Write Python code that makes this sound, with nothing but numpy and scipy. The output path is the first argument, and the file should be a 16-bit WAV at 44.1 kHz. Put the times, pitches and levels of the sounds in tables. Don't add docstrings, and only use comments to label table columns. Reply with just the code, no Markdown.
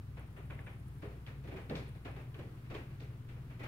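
import sys
import numpy as np
from scipy import signal
from scipy.io import wavfile

SR = 44100
rng = np.random.default_rng(int(sys.argv[2]) if len(sys.argv) > 2 else 0)


def nominal_scale(level):
    x = np.asarray(level, float) / 20
    return 10 ** x


def unload_audio(sound):
    columns = np.transpose(np.atleast_2d(sound))
    steps = np.round(np.clip(columns, -1, 1) * 32767)
    wavfile.write(sys.argv[1], SR, steps.astype(np.int16))


N = 161847

LAG_S, TURNED_LAG_S = 0.00032, 0.0001
PORT_TILT = nominal_scale(np.array([[0.8], [-0.8]]))


def evened(x):
    return x / np.sqrt(np.mean(x ** 2) + 1e-20)


def read(points, hz):
    f, value = np.transpose(points)
    return np.interp(np.log(hz + 1), np.log(f + 1), value)


def slow(rate_hz, t):
    drift = 0
    for f in np.geomspace(rate_hz / 20, rate_hz, 16):
        drift = drift + np.sin(2 * np.pi * (f * t + rng.random())) / np.sqrt(f)
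    return evened(drift)


def turned(t):
    middle_s, length_s = 2.18, 0.41
    return np.clip((t - middle_s) / length_s + 0.5, 0, 1)


def lag(t):
    return LAG_S + (TURNED_LAG_S - LAG_S) * turned(t)


def pair(shape_db, size=1024):
    # frequency in Hz, correlation 0 to 1.
    likeness = [(60, 1), (200, 0.99), (330, 0.9), (500, 0.55), (900, 0.095), (2000, 0.17), (5000, 0.11),
                (12000, 0.057)]
    # frequency in Hz, left minus right in dB.
    balance_db = [(60, 1), (180, 0.5), (550, -1), (1650, 1.5), (4970, 1.5), (15000, 1.5)]
    # frequency in Hz, phase in cycles.
    behind_cycles = [(60, 0.032), (140, 0.035), (260, 0.028), (500, 0.07), (2200, 0.4), (8000, 0.24)]
    hop = size // 4
    t = np.arange(N // hop + 5) * hop / SR
    hz = np.fft.rfftfreq(size, 1 / SR)[:, None]
    a, b, c, d = rng.standard_normal((len(t), len(hz), 4)).T
    left, other = a + 1j * b, c + 1j * d
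    same = np.clip(read(likeness, hz), -1, 1)
    cycles = read(behind_cycles, hz) * (1 - 0.1 * turned(t - 0.6))
    right = same * left * np.exp(-2j * np.pi * cycles) + np.sqrt(1 - same ** 2) * other
    lean = read(balance_db, hz) / 2
    z = np.array([left * nominal_scale(lean), right * nominal_scale(-lean)]) * nominal_scale(shape_db(hz, t))
    return evened(signal.istft(z, nperseg=size, noverlap=size - hop)[1][:, :N])


def motor():
    # frequency in Hz, level before the turn in dB rms, level after in dB rms.
    lines = [(62.5, -53.5, -59), (65.6, -62, -65), (83.5, -66, -66), (100.68, -55.5, -59),
             (120.0, -54.5, -51), (129.8, -65, -65), (136.9, -62, -63), (139.35, -56.5, -56.5),
             (177.5, -69, -73)]
    # time in seconds, slip in turns.
    slip = [(.5, 0), (2.2, -.22), (2.4, -.8), (2.5, -1), (2.8, -1.95), (3.1, -2.12)]
    mains_hz, throb_hz, throb_peak_s, waver_db = 120, 19.335, 0.143, 0.46
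    t = np.arange(N) / SR
    coarse = t[::200]
    late = t - np.array([[0], [1]]) * lag(t)
    slip_turns = np.interp(t, *np.transpose(slip))
    out = np.zeros((2, N))
    for hz, before_db, after_db in lines:
        waver = waver_db * np.interp(t, coarse, slow(8.5, coarse))
        line_db = before_db + (after_db - before_db) * turned(t) + waver
        cycles = hz * (late - throb_peak_s)
        order = round((hz - mains_hz) / throb_hz)
        if abs(hz - mains_hz - order * throb_hz) < 0.2:
            cycles = cycles + order * slip_turns
        else:
            cycles = cycles + rng.random()
        out += np.sqrt(2) * nominal_scale(line_db) * np.sin(2 * np.pi * cycles)
    return PORT_TILT * out


def whine():
    # frequency in Hz, level in dB rms.
    tones = [(10852, -99), (10881.5, -95.5), (10910.8, -93.5), (10939.4, -104)]
    t = np.arange(N) / SR
    port_cycles = np.array([[0], [0.12]])
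    out = np.zeros((2, N))
    for hz, db in tones:
        cycles = hz * t + 0.15 * rng.random() + port_cycles
        out += np.sqrt(2) * nominal_scale(db) * np.sin(2 * np.pi * cycles)
    return out


def air():
    # frequency in Hz, level in dB per Hz.
    rumble = [(18, -26), (35, -17.5), (55, 1.5), (70, -9.5), (90, 4), (145, 0.5), (170, -4.5), (260, -18)]
    # frequency in Hz, level in dB per Hz.
    hiss = [(120, -25), (200, -1.5), (372, -7), (566, -19), (1240, -17.5), (2440, -25), (6660, -37),
            (10700, -37.5), (15700, -34.5)]
    rumble_db, hiss_db, swell_db = -53, -60.5, 0.6
    low = pair(lambda hz, s: read(rumble, hz) - 60 * (hz > 300) + 0 * s, size=4096)
    high = pair(lambda hz, s: read(hiss, hz) + swell_db * slow(5.4, s))
    return nominal_scale(rumble_db) * low + nominal_scale(hiss_db) * high


def rustle():
    # frequency in Hz, level in dB per Hz.
    colour = [(5500, -25), (7500, -9.5), (9000, -3), (10500, -1), (13000, -12)]
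    # time in seconds, level in dB.
    stir = [(0, -18), (.15, 0), (.45, 4), (1.0, 5.5), (1.3, -4), (1.9, 6), (2.1, 3), (3.2, -14),
            (3.67, -32)]
    rustle_db, flicker_db = -83, 4.5

    def shape_db(hz, s):
        return read(colour, hz) + np.interp(s, *np.transpose(stir)) + flicker_db * slow(240, s)

    return nominal_scale(rustle_db) * pair(shape_db, size=256)


def thumps():
    # start in seconds, then knock, thud, tick and bump levels in dB.
    impacts = [(0.0787, -74, -74, -84, -70), (0.1703, -53, -60, -73, -52.5),
               (0.2694, -81, -61, -86, -83), (0.366, -52.5, -61, -99, -52.5),
               (0.5016, -49.5, -55, -87, -50), (0.585, -57, -64, -103, -53),
               (0.666, -50.5, -62, -92, -53), (0.7594, -78, -59, -93, -76),
               (1.023, -52.5, -45.5, -67.5, -48), (1.1085, -62, -55, -75, -60),
               (1.268, -49, -52.5, -65.5, -54), (1.44, -57, -49.5, -71, -59),
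               (1.475, -51.5, -48, -68, -56), (1.515, -50, -43, -71, -53),
               (1.563, -49, -54, -66.5, -49), (1.6974, -46.5, -35.5, -62.5, -45.5),
               (1.7532, -44.5, -46, -53.5, -49), (1.789, -59, -65, -69, -62),
               (1.8594, -58.5, -76, -70, -64), (1.9494, -62, -58, -72.5, -62.5),
               (2.051, -47.5, -46, -64, -45.5), (2.163, -52.5, -48.5, -71, -52),
                   (2.198, -61, -65, -73, -74), (2.345, -54.5, -50.5, -72, -61),
                   (2.3905, -52, -44.5, -70.5, -58.5), (2.5711, -61.5, -67, -84, -70),
                   (2.6454, -59.5, -71, -77, -65), (2.7022, -52, -45, -63.5, -48),
                   (2.744, -44.5, -45, -60.5, -49), (2.9063, -60.5, -59, -78, -80),
                   (3.0017, -56.5, -50.5, -63.5, -62), (3.0214, -55, -68, -80, -70),
                   (3.098, -67, -61, -85, -65), (3.288, -54, -55, -71.5, -62.5),
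                   (3.3593, -73, -59, -85, -60), (3.502, -55, -75, -75, -58.5),
                   (3.597, -49, -49.5, -67, -49.5), (3.6343, -44.5, -64, -63, -47)]
    # frequency in Hz, level in dB per Hz.
    knock = [(700, -13), (1200, -6.5), (1700, -2.5), (2400, -2), (3400, -12), (5000, -30), (12000, -29)]
    thud = [(60, -25), (110, -15), (150, 2), (260, -1.5), (420, 0.5), (550, -6), (800, -11), (4000, -102)]
    tick = [(1500, -24), (2800, -7), (3500, 20.5), (5000, 13), (8000, 0.5), (12000, -23), (16000, -70)]
    bump = [(250, -3.5), (500, -1), (700, -3.5), (1100, -5.5), (1500, -11), (2500, -11.5), (8000, -63.5)]
    # rise in seconds, T60 in seconds,
    # early boost in dB, its length in seconds, trim in dB.
    rise_s = [0.0048, 0.014, 0.0057, 0.011]
    t60_s = [0.56, 0.46, 0.35, 0.49]
    early_db = [3.67, 0.82, 1.2, 1.24]
    early_s = [0.1, 0.089, 0.012, 0.13]
    trim_db = [-9.5, -2.5, -0.5, -2]
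    lead_s = 0.006
    t = np.arange(SR * 3 // 4) / SR
    rows = np.array(impacts)
    starts = np.round((rows[:, 0] - lead_s) * SR).astype(int)
    out = np.zeros((2, N))
    for j, colour in enumerate((knock, thud, tick, bump)):
        blows = np.zeros(N)
        blows[starts] = nominal_scale(rows[:, j + 1] + trim_db[j]) ** 2
        rise = 1 - np.exp(-(t / rise_s[j]) ** 2)
        decay_db = early_db[j] * np.exp(-(t / early_s[j]) ** 2) - 60 * t / t60_s[j]
        power = signal.fftconvolve(blows, (rise * nominal_scale(decay_db)) ** 2)[:N]
        out += np.sqrt(abs(power)) * pair(lambda hz, s: read(colour, hz) + 0 * s)
    return out


def rings():
    # start in seconds, level in dB rms, frequency in Hz.
    panels = [(0.172, -68, 1730), (0.175, -61, 496), (0.365, -79, 2420), (0.38, -59, 402),
              (0.498, -63, 1475), (0.5, -61.5, 428), (0.504, -63.5, 2379), (0.51, -65, 556),
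              (0.583, -67, 1730), (0.661, -65, 1475), (0.664, -63, 1760), (0.668, -64.5, 492),
              (0.67, -64, 2379), (1.021, -51, 312), (1.025, -65, 1077), (1.046, -51, 420),
              (1.535, -59, 635), (1.55, -51, 377), (1.561, -60, 2487), (1.567, -63, 711), (1.572, -56, 484),
              (1.692, -51, 269), (1.703, -60.5, 872), (1.705, -64, 1798), (1.705, -50.5, 571),
              (1.725, -51.5, 409), (1.74, -51, 291), (1.753, -65, 1066), (1.759, -67, 829),
              (1.76, -65, 2369), (1.773, -54.5, 506), (1.809, -54, 291), (2.048, -52, 280),
              (2.057, -60, 431), (2.059, -70, 571), (2.063, -65, 1389), (2.063, -62.5, 711),
              (2.072, -61.5, 1690), (2.19, -68, 2620), (2.345, -68, 1150), (2.387, -54, 334),
              (2.388, -61, 592), (2.4, -67, 1040), (2.704, -64, 1109), (2.708, -65, 2627),
              (2.709, -60, 388), (2.742, -60.5, 571), (2.741, -52, 420), (2.747, -61, 958),
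              (2.747, -58, 1109), (2.748, -74, 2239), (2.746, -50.5, 323), (2.754, -62, 2476),
              (3.602, -61, 2455), (3.613, -57, 1949), (3.613, -54, 301), (3.623, -62, 829)]
    peak_s, trim_db, shorter_above_hz, rough = 0.012, 1.5, 500, 0.6
    t = np.arange(4000) / SR
    out = np.zeros((2, N + len(t)))
    for s, db, hz in panels:
        phase, apart = rng.random(2)
        life = peak_s * min(shorter_above_hz / hz, 1) ** 0.5
        brief = 1 - life / peak_s
        behind = 0.04 + 0.5 * apart * brief
        swell = t / life * np.exp(0.5 - 0.5 * (t / life) ** 2)
        swell *= np.sqrt(2 * peak_s / life) * nominal_scale(db + trim_db)
        swell *= 1 + rough * brief * slow(390, t)
        start = round((s + 0.8 * (peak_s - life)) * SR)
        cycles = hz * t + phase - np.array([[0], [behind]])
        out[:, start:start + len(t)] += swell * np.sin(2 * np.pi * cycles)
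    return out[:, :N]


def clicks():
    # start in seconds, level in dB, frequency in Hz.
    contacts = [(.195, -67.5, 10200), (0.501, -52, 1630), (0.506, -53, 2310), (.590, -51, 2120),
                (.663, -70.5, 9500), (0.668, -52, 1700), (.671, -55, 2360), (1.264, -55, 3300),
                (1.697, -50.5, 3500), (1.754, -48, 3280), (1.026, -60.5, 1530), (2.053, -60, 3270),
                (2.343, -57.5, 3180), (2.348, -56.5, 2100), (2.393, -58, 2970), (2.396, -52.5, 1260),
                (2.749, -48, 3130), (3.005, -56, 2560), (3.005, -51, 400)]
    peak_s, half_width, grit = 0.0012, 0.3, 0.9
    t = np.arange(600) / SR
    out = np.zeros((2, N))
    for s, db, hz in contacts:
        band_hz = np.array([1 - half_width, 1 + half_width]) * hz
        band = signal.butter(3, band_hz, "bandpass", fs=SR, output="sos")
        noise = grit * evened(signal.sosfilt(band, rng.standard_normal(len(t))))
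        burst = t / peak_s * np.exp(1 - t / peak_s)
        snap = nominal_scale(db) * (np.sin(2 * np.pi * hz * t) + noise) * burst
        for port in (0, 1):
            start = round((s + port * TURNED_LAG_S) * SR)
            out[port, start:start + len(t)] += snap
    return out


def booms():
    # start in seconds, level in dB, frequency in Hz.
    flexes = [
        (1.024, -56, 408),
        (1.45, -73, 40.2),
        (1.7, -77, 31.8),
        (1.699, -48.5, 148.4),
        (2.33, -68, 26),
        (2.399, -79, 374),
        (2.69, -58, 32),
        (2.719, -64, 201),
        (3.26, -61, 26.9),
    ]
    rise_s, t60_at_100_hz_s, trim_db = 0.014, 0.5, 10
    out = np.zeros(N)
    for s, db, hz in flexes:
        t = np.maximum(np.arange(N) / SR - s, 0)
        decay_db = 60 * t / t60_at_100_hz_s * (hz / 100) ** 0.31
        rise = 1 - np.exp(-t / rise_s)
        out += nominal_scale(db + trim_db - decay_db) * rise * np.sin(2 * np.pi * hz * t)
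    return PORT_TILT * out


def scene():
    room = motor() + whine() + air() + rustle()
    return room + thumps() + rings() + clicks() + booms()


def top_cut(x):
    return signal.sosfilt(signal.butter(12, 15880, fs=SR, output="sos"), x)


def record(dry):
    edge = signal.firwin(511, 15850, window=("kaiser", 9), fs=SR)
    mix = signal.oaconvolve(dry, edge[None], "same") - 0.0006
    return top_cut(mix)


dry = scene()
out = record(dry)
unload_audio(out)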